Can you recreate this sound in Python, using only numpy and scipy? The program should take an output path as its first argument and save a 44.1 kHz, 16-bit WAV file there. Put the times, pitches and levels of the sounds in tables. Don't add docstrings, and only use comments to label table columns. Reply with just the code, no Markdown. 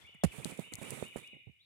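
import sys
import numpy as np
from scipy import signal
from scipy.fft import rfft, irfft, next_fast_len
from scipy.io import wavfile
from scipy.ndimage import map_coordinates

SR = 44100
rng = np.random.default_rng(int(sys.argv[2]) if len(sys.argv) > 2 else 0)


def dump(signal):
    limited = np.clip(np.atleast_2d(signal).T, -1, 1)
    pcm = np.round(limited * 32767).astype(np.int16)
    wavfile.write(sys.argv[1], SR, pcm)


N = 72765

# frequency in Hz, relative level in dB.
AIR_SPECTRUM = [(25, -7.5), (100, 23), (200, 9.5), (350, -3.5), (700, -15.5), (1800, -13.5), (3500, -12.5),
                (16000, -6.5)]
SWING_SPECTRUM = [(25, -7), (85, 4.5), (160, -11), (260, -25.5), (700, -9.5), (1400, -10), (2000, -25.5),
                  (4000, -35)]
LEFT_HISS_SPECTRUM = [(1000, -5.5), (2000, 12), (4000, 3.5), (6000, -1.5), (9500, -6), (12500, -11),
                      (15500, -23.5)]
RIGHT_HISS_SPECTRUM = [(1000, -12), (2000, 2.5), (3200, -2.5), (5200, -13.5), (7000, -4), (8500, 1.5),
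                       (10500, -2), (12500, -11), (15500, -16.5)]
CASE_SPECTRUM = [(25, -22), (70, -9.5), (140, 3.5), (250, -1.5), (450, -2.5), (750, -10), (1300, -11.5),
                 (2000, -33), (4000, -65.5)]
THUD_SPECTRUM = [(30, -10.5), (80, 4.5), (200, 8.5), (600, -1.5), (850, -8.5), (1600, -31.5), (4000, -55)]
SCUFF_SPECTRUM = [(100, 7), (600, 14.5), (1500, 4), (3000, 4.5), (5000, -29.5), (7000, 1.5), (9500, -1),
                  (11000, 3.5), (13000, -18.5), (16000, -16.5)]
CRACKLE_SPECTRUM = [(300, 3.5), (3000, -0.5), (5000, -3), (9000, 2.5), (16000, -14.5)]
# time in seconds, strength in dB.
LEFT_RUBBING = [(0, -64.5), (.07, -69), (.12, -74), (.23, -89), (.26, -60), (.36, -68.5), (.43, -71),
                (.455, -63), (.52, -63), (.62, -70), (.72, -93), (.745, -76), (.82, -78), (.87, -61.5),
                (.94, -61.5), (1.035, -75), (1.056, -67), (1.15, -82), (1.24, -75.5), (1.28, -81),
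                (1.38, -89.5)]
RIGHT_RUBBING = [(0, -70), (.09, -89), (.225, -90.5), (.26, -58), (.295, -69.5), (.325, -57.5),
                 (.39, -53.5), (.425, -59), (.51, -51.5), (.56, -63), (.61, -56.5), (.705, -70),
                 (.775, -63.5), (.8, -61.5), (.84, -54), (.95, -51), (1.03, -53.5), (1.11, -67.5),
                 (1.155, -64.5), (1.172, -51.5), (1.22, -64), (1.28, -71), (1.32, -82.5), (1.42, -92),
                 (1.65, -95.5)]
# start in seconds, level in dB, first pitch of the chip in Hz,
# time stretch of the whistle as a ratio.
SONG_PHRASES = [(.009, -57.5, 3650, 1.03), (.208, -54, 3650, .84), (.386, -53, 3650, .99),
                (.583, -52, 3860, 1.02), (.789, -52.5, 3860, 1.01), (.99, -52, 3860, 1.01),
                (1.194, -55, 3860, 1.03)]
# unstretched time into the phrase in seconds, pitch in Hz,
# relative level in dB.
WHISTLE_ARCH = [(.032, 2070, -20), (.04, 2220, 1), (.052, 2520, -1), (.064, 2820, -3), (.08, 2950, -1),
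                (.1, 3020, -9), (.123, 2900, -8), (.134, 2460, 3), (.143, 2150, 0), (.155, 1850, -16)]
# start in seconds, level in dB, first pitch in Hz, 60 dB decay time in seconds,
# left minus right in dB, thud relative to the tone in dB.
FINGER_BUMPS = [(0.039, -52.5, 114.7, 0.13, -12, -13), (.092, -57, 448, 0.023, 1, 2.5),
                (0.148, -48, 206, 0.088, -38, -23), (.2356, -13, 648, .016, 1, -6.5),
                (.2412, -10, 219.5, 0.057, -38, -17.5), (0.2453, -21.5, 104, 0.054, -13, -7),
                (0.259, -22, 97, 0.076, -14, -27), (0.383, -29.5, 180, .07, -21, -8),
                (0.397, -38, 162, 0.097, -75, -3.5), (0.455, -28.5, 227, 0.1, -37, -8),
                (.518, -32, 242, 0.05, -29, -1.5), (0.5878, -31.5, 456, 0.015, -15, -12),
                (0.5906, -24.5, 221, 0.042, -44, -3.5), (.722, -43.5, 333, 0.037, -40, 3),
                (0.739, -36, 139, 0.064, -41, -26), (0.785, -34.5, 220, 0.019, -36, -2),
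                (.815, -34, 302, 0.042, -32, -7), (0.8238, -33, 249, 0.043, -46, 0.5),
                (0.919, -41.5, 486, 0.11, -24, 4), (1.0255, -15, 465, 0.016, -15, -4.5),
                (1.1596, -19, 400, 0.0078, -26.5, -2), (1.163, -29, 150, 0.024, -22, -7.5),
                (1.329, -50, 245, 0.21, -43, -4), (1.365, -59.5, 150, 0.064, -23, 3),
                (1.4703, -38.5, 145.8, 0.11, -48, -16), (1.495, -39.5, 170, 0.039, -43, -31)]
# start in seconds, level in dB, left minus right in dB,
# upper resonance in Hz, lower resonance relative to the upper in dB.
CASE_TICKS = [(0.0653, -52, 17, 8600, -10), (0.4466, -16.5, 31, 7800, -0.5), (.511, -37, 14, 7900, 1),
              (.576, -38.5, -23, 8950, -25), (0.596, -33.5, -34, 9000, -1.5), (0.7372, -20, 32, 7900, -2.5),
              (.7455, -38, 3, 8040, -8), (0.7546, -23, 18, 8700, -17), (0.832, -32.5, -17, 8400, -10),
              (0.9063, -20.5, -20, 8300, -27), (1.051, -39, 21, 8500, -9), (1.0822, -41.5, -8, 9800, -22.5),
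              (1.147, -55.5, -22, 8200, -19.5), (1.2752, -42.5, 21, 8500, -2.5)]
# start in seconds, level in dB, time before the decay in seconds,
# left minus right in dB, crackle relative to the scuff in dB.
SKIN_SCUFFS = [(0.141, -64.5, 0.0094, 7.5, -23), (.2357, -32.5, 0.003, 35, 4.5),
               (0.2385, -34.5, 0.012, -47, -4), (0.452, -47.5, 0.014, -28, -3),
               (0.719, -50, 0.014, -42, -30), (0.783, -48.5, 0.01, -24, -33),
               (0.813, -46.5, 0.017, -13, -8.5), (1.162, -45.5, 0.013, -17, -37),
               (1.341, -71.5, 0.011, -21, -22)]


def amp(db):
    return 10 ** (np.asarray(db) / 20)


def unit(x):
    return x / np.sqrt(np.mean(x ** 2) + 1e-20)


def filtered(x, response):
    size = next_fast_len(N + 8192)
    return irfft(rfft(x, size) * response(np.fft.rfftfreq(size, 1 / SR)), size)[..., :N]


def colour(x, spectrum):
    knots_hz, db = np.transpose(spectrum)
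    return unit(filtered(x, lambda hz: amp(np.interp(np.log(hz + 1), np.log(knots_hz), db))))


def noise(spectrum):
    return colour(rng.standard_normal(N), spectrum)


def wobble(rate):
    return map_coordinates(rng.standard_normal(1024), [np.arange(N) * rate / SR], mode="wrap")


def rise(t, attack_s):
    return 1 - np.exp(-t / attack_s)


def decay(t, t60_s):
    return amp(-60 * t / t60_s)


def add(out, start, sound, pan_db=0):
    i = max(round(start * SR), 0)
    out[:, i:i + sound.shape[-1]] += amp(np.minimum([[pan_db], [-pan_db]], 0)) * sound[..., :N - i]


def air(floor_db=-81.5, swing_db=-68.5, fade_db_per_s=33.5):
    fade = amp(swing_db - fade_db_per_s * np.arange(N) / SR)
    return np.array([amp(floor_db) * noise(AIR_SPECTRUM) + fade * noise(SWING_SPECTRUM)
                     for _ in range(2)])


def rubbing(strength, hiss_spectrum, case_db, hiss_db=3.5, grain_db=5, flutter_db=1.3):
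    strength_db = np.interp(np.arange(N) / SR, *np.transpose(strength))
    slips = lambda: rng.standard_normal(N) * amp(grain_db * rng.standard_normal(N))
    hiss = colour(slips(), hiss_spectrum) * amp(hiss_db + flutter_db * wobble(130))
    rumble = colour(slips(), CASE_SPECTRUM) * amp(case_db + 2 * flutter_db * wobble(70.38))
    return amp(strength_db) * (hiss + rumble)


def bird_tone(pitch, quaver=0.009, flicker_db=2.8):
    n = len(pitch)
    hz = pitch * (1 + quaver * wobble(260)[:n])
    return np.sqrt(2) * np.sin(2 * np.pi * np.cumsum(hz) / SR) * amp(flicker_db * wobble(123.2)[:n])


def songbird(chip_s=0.02, chip_fall_hz=750, pitch_scatter=0.006):
    out, t = np.zeros((2, N)), np.arange(SR // 5) / SR
    arch_s, arch_hz, arch_db = np.transpose(WHISTLE_ARCH)
    for start, db, chip_hz, stretch in SONG_PHRASES:
        pitch = np.interp(t / stretch, arch_s, arch_hz) * (1 + pitch_scatter * rng.standard_normal())
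        whistle = bird_tone(pitch) * amp(np.interp(t / stretch, arch_s, arch_db, left=-120, right=-120))
        progress = np.minimum(t / chip_s, 1)
        chip = bird_tone(chip_hz - chip_fall_hz * progress ** 2) * np.sin(np.pi * progress)
        add(out, start, amp(db) * (among_trunks(whistle) + among_trunks(chip, direct_db=-6)))
    return out


def among_trunks(note, direct_db=-3.5, echo_db=-1.5, pan_db=2.5, right_delay_s=0.00009):
    t = np.arange(SR) / SR
    tail = rng.standard_normal((2, SR)) * decay(t, t60_s=0.95) * rise(t, attack_s=0.01)
    echo = amp(echo_db) * tail / np.linalg.norm(tail[0])
    direct = np.array([amp(pan_db / 2) * (t == 0), amp(-pan_db / 2) * np.sinc((t - right_delay_s) * SR)])
    return signal.fftconvolve(note[None], echo + amp(direct_db) * direct, axes=1)


def bumps(sag_share=0.5, sag_s=0.016, left_lead_rad=1.5):
    out, t = np.zeros((2, N)), np.arange(N) / SR
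    port_phase = np.array([[left_lead_rad], [0]])
    for start, db, hz, t60_s, pan_db, thud_db in FINGER_BUMPS:
        pitch = hz * (1 - sag_share * rise(t, sag_s))
        tone = np.sin(2 * np.pi * np.cumsum(pitch) / SR + port_phase)
        thud = amp(thud_db) * np.array([noise(THUD_SPECTRUM), noise(THUD_SPECTRUM)])
        envelope = rise(t, attack_s=0.00063) * decay(t, t60_s)
        add(out, start, amp(db) * envelope * (tone + thud), pan_db)
    return out


def ticks(lower_hz=3520, width_octaves=0.33, broadband_db=-25, tail_db=-24.5):
    out, t = np.zeros((2, N)), np.arange(N) / SR
    envelope = rise(t, attack_s=0.00026) * (decay(t, 0.0038) + amp(tail_db) * decay(t, 0.0192))
    mode = lambda hz, centre: np.exp(-0.5 * (np.log2((hz + 1) / centre) / width_octaves) ** 2)
    broadband = lambda hz: amp(broadband_db) * hz / (hz + lower_hz)
    for start, db, pan_db, upper_hz, lower_db in CASE_TICKS:
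        response = lambda hz: mode(hz, upper_hz) + amp(lower_db) * mode(hz, lower_hz) + broadband(hz)
        ring = unit(filtered(rng.standard_normal(N), response))
        add(out, start, amp(db) * envelope * ring, pan_db)
    return out


def scuffs():
    out, t = np.zeros((2, N)), np.arange(N) / SR
    for start, db, hold_s, pan_db, crackle_db in SKIN_SCUFFS:
        envelope = rise(t, attack_s=0.0012) * decay(np.maximum(t - hold_s, 0), t60_s=0.018)
        friction = noise(SCUFF_SPECTRUM) + amp(crackle_db) * noise(CRACKLE_SPECTRUM)
        add(out, start, amp(db) * envelope * friction, pan_db)
    return out


def second_bird(start=1.591, db=-56, first_hz=3150, rise_hz_per_s=28000):
    out, t = np.zeros((2, N)), np.arange(SR // 5) / SR
    envelope = rise(t, attack_s=0.008) * decay(t, t60_s=0.15)
    note = amp(db) * envelope * bird_tone(first_hz + rise_hz_per_s * t, quaver=0.018)
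    add(out, start, among_trunks(note))
    return out


def scene():
    rubs = np.array([rubbing(LEFT_RUBBING, LEFT_HISS_SPECTRUM, case_db=-5.5),
                     rubbing(RIGHT_RUBBING, RIGHT_HISS_SPECTRUM, case_db=4)])
    return rubs + bumps() + scuffs() + ticks() + songbird() + second_bird() + air()


def record(dry):
    low_hz, top_hz = 58, 16000
    thinned = signal.sosfilt(signal.butter(2, low_hz, "high", fs=SR, output="sos"), dry)
    return filtered(thinned, lambda hz: 1 / np.sqrt(1 + (hz / top_hz) ** 160))


dry = scene()
out = record(dry)
dump(out)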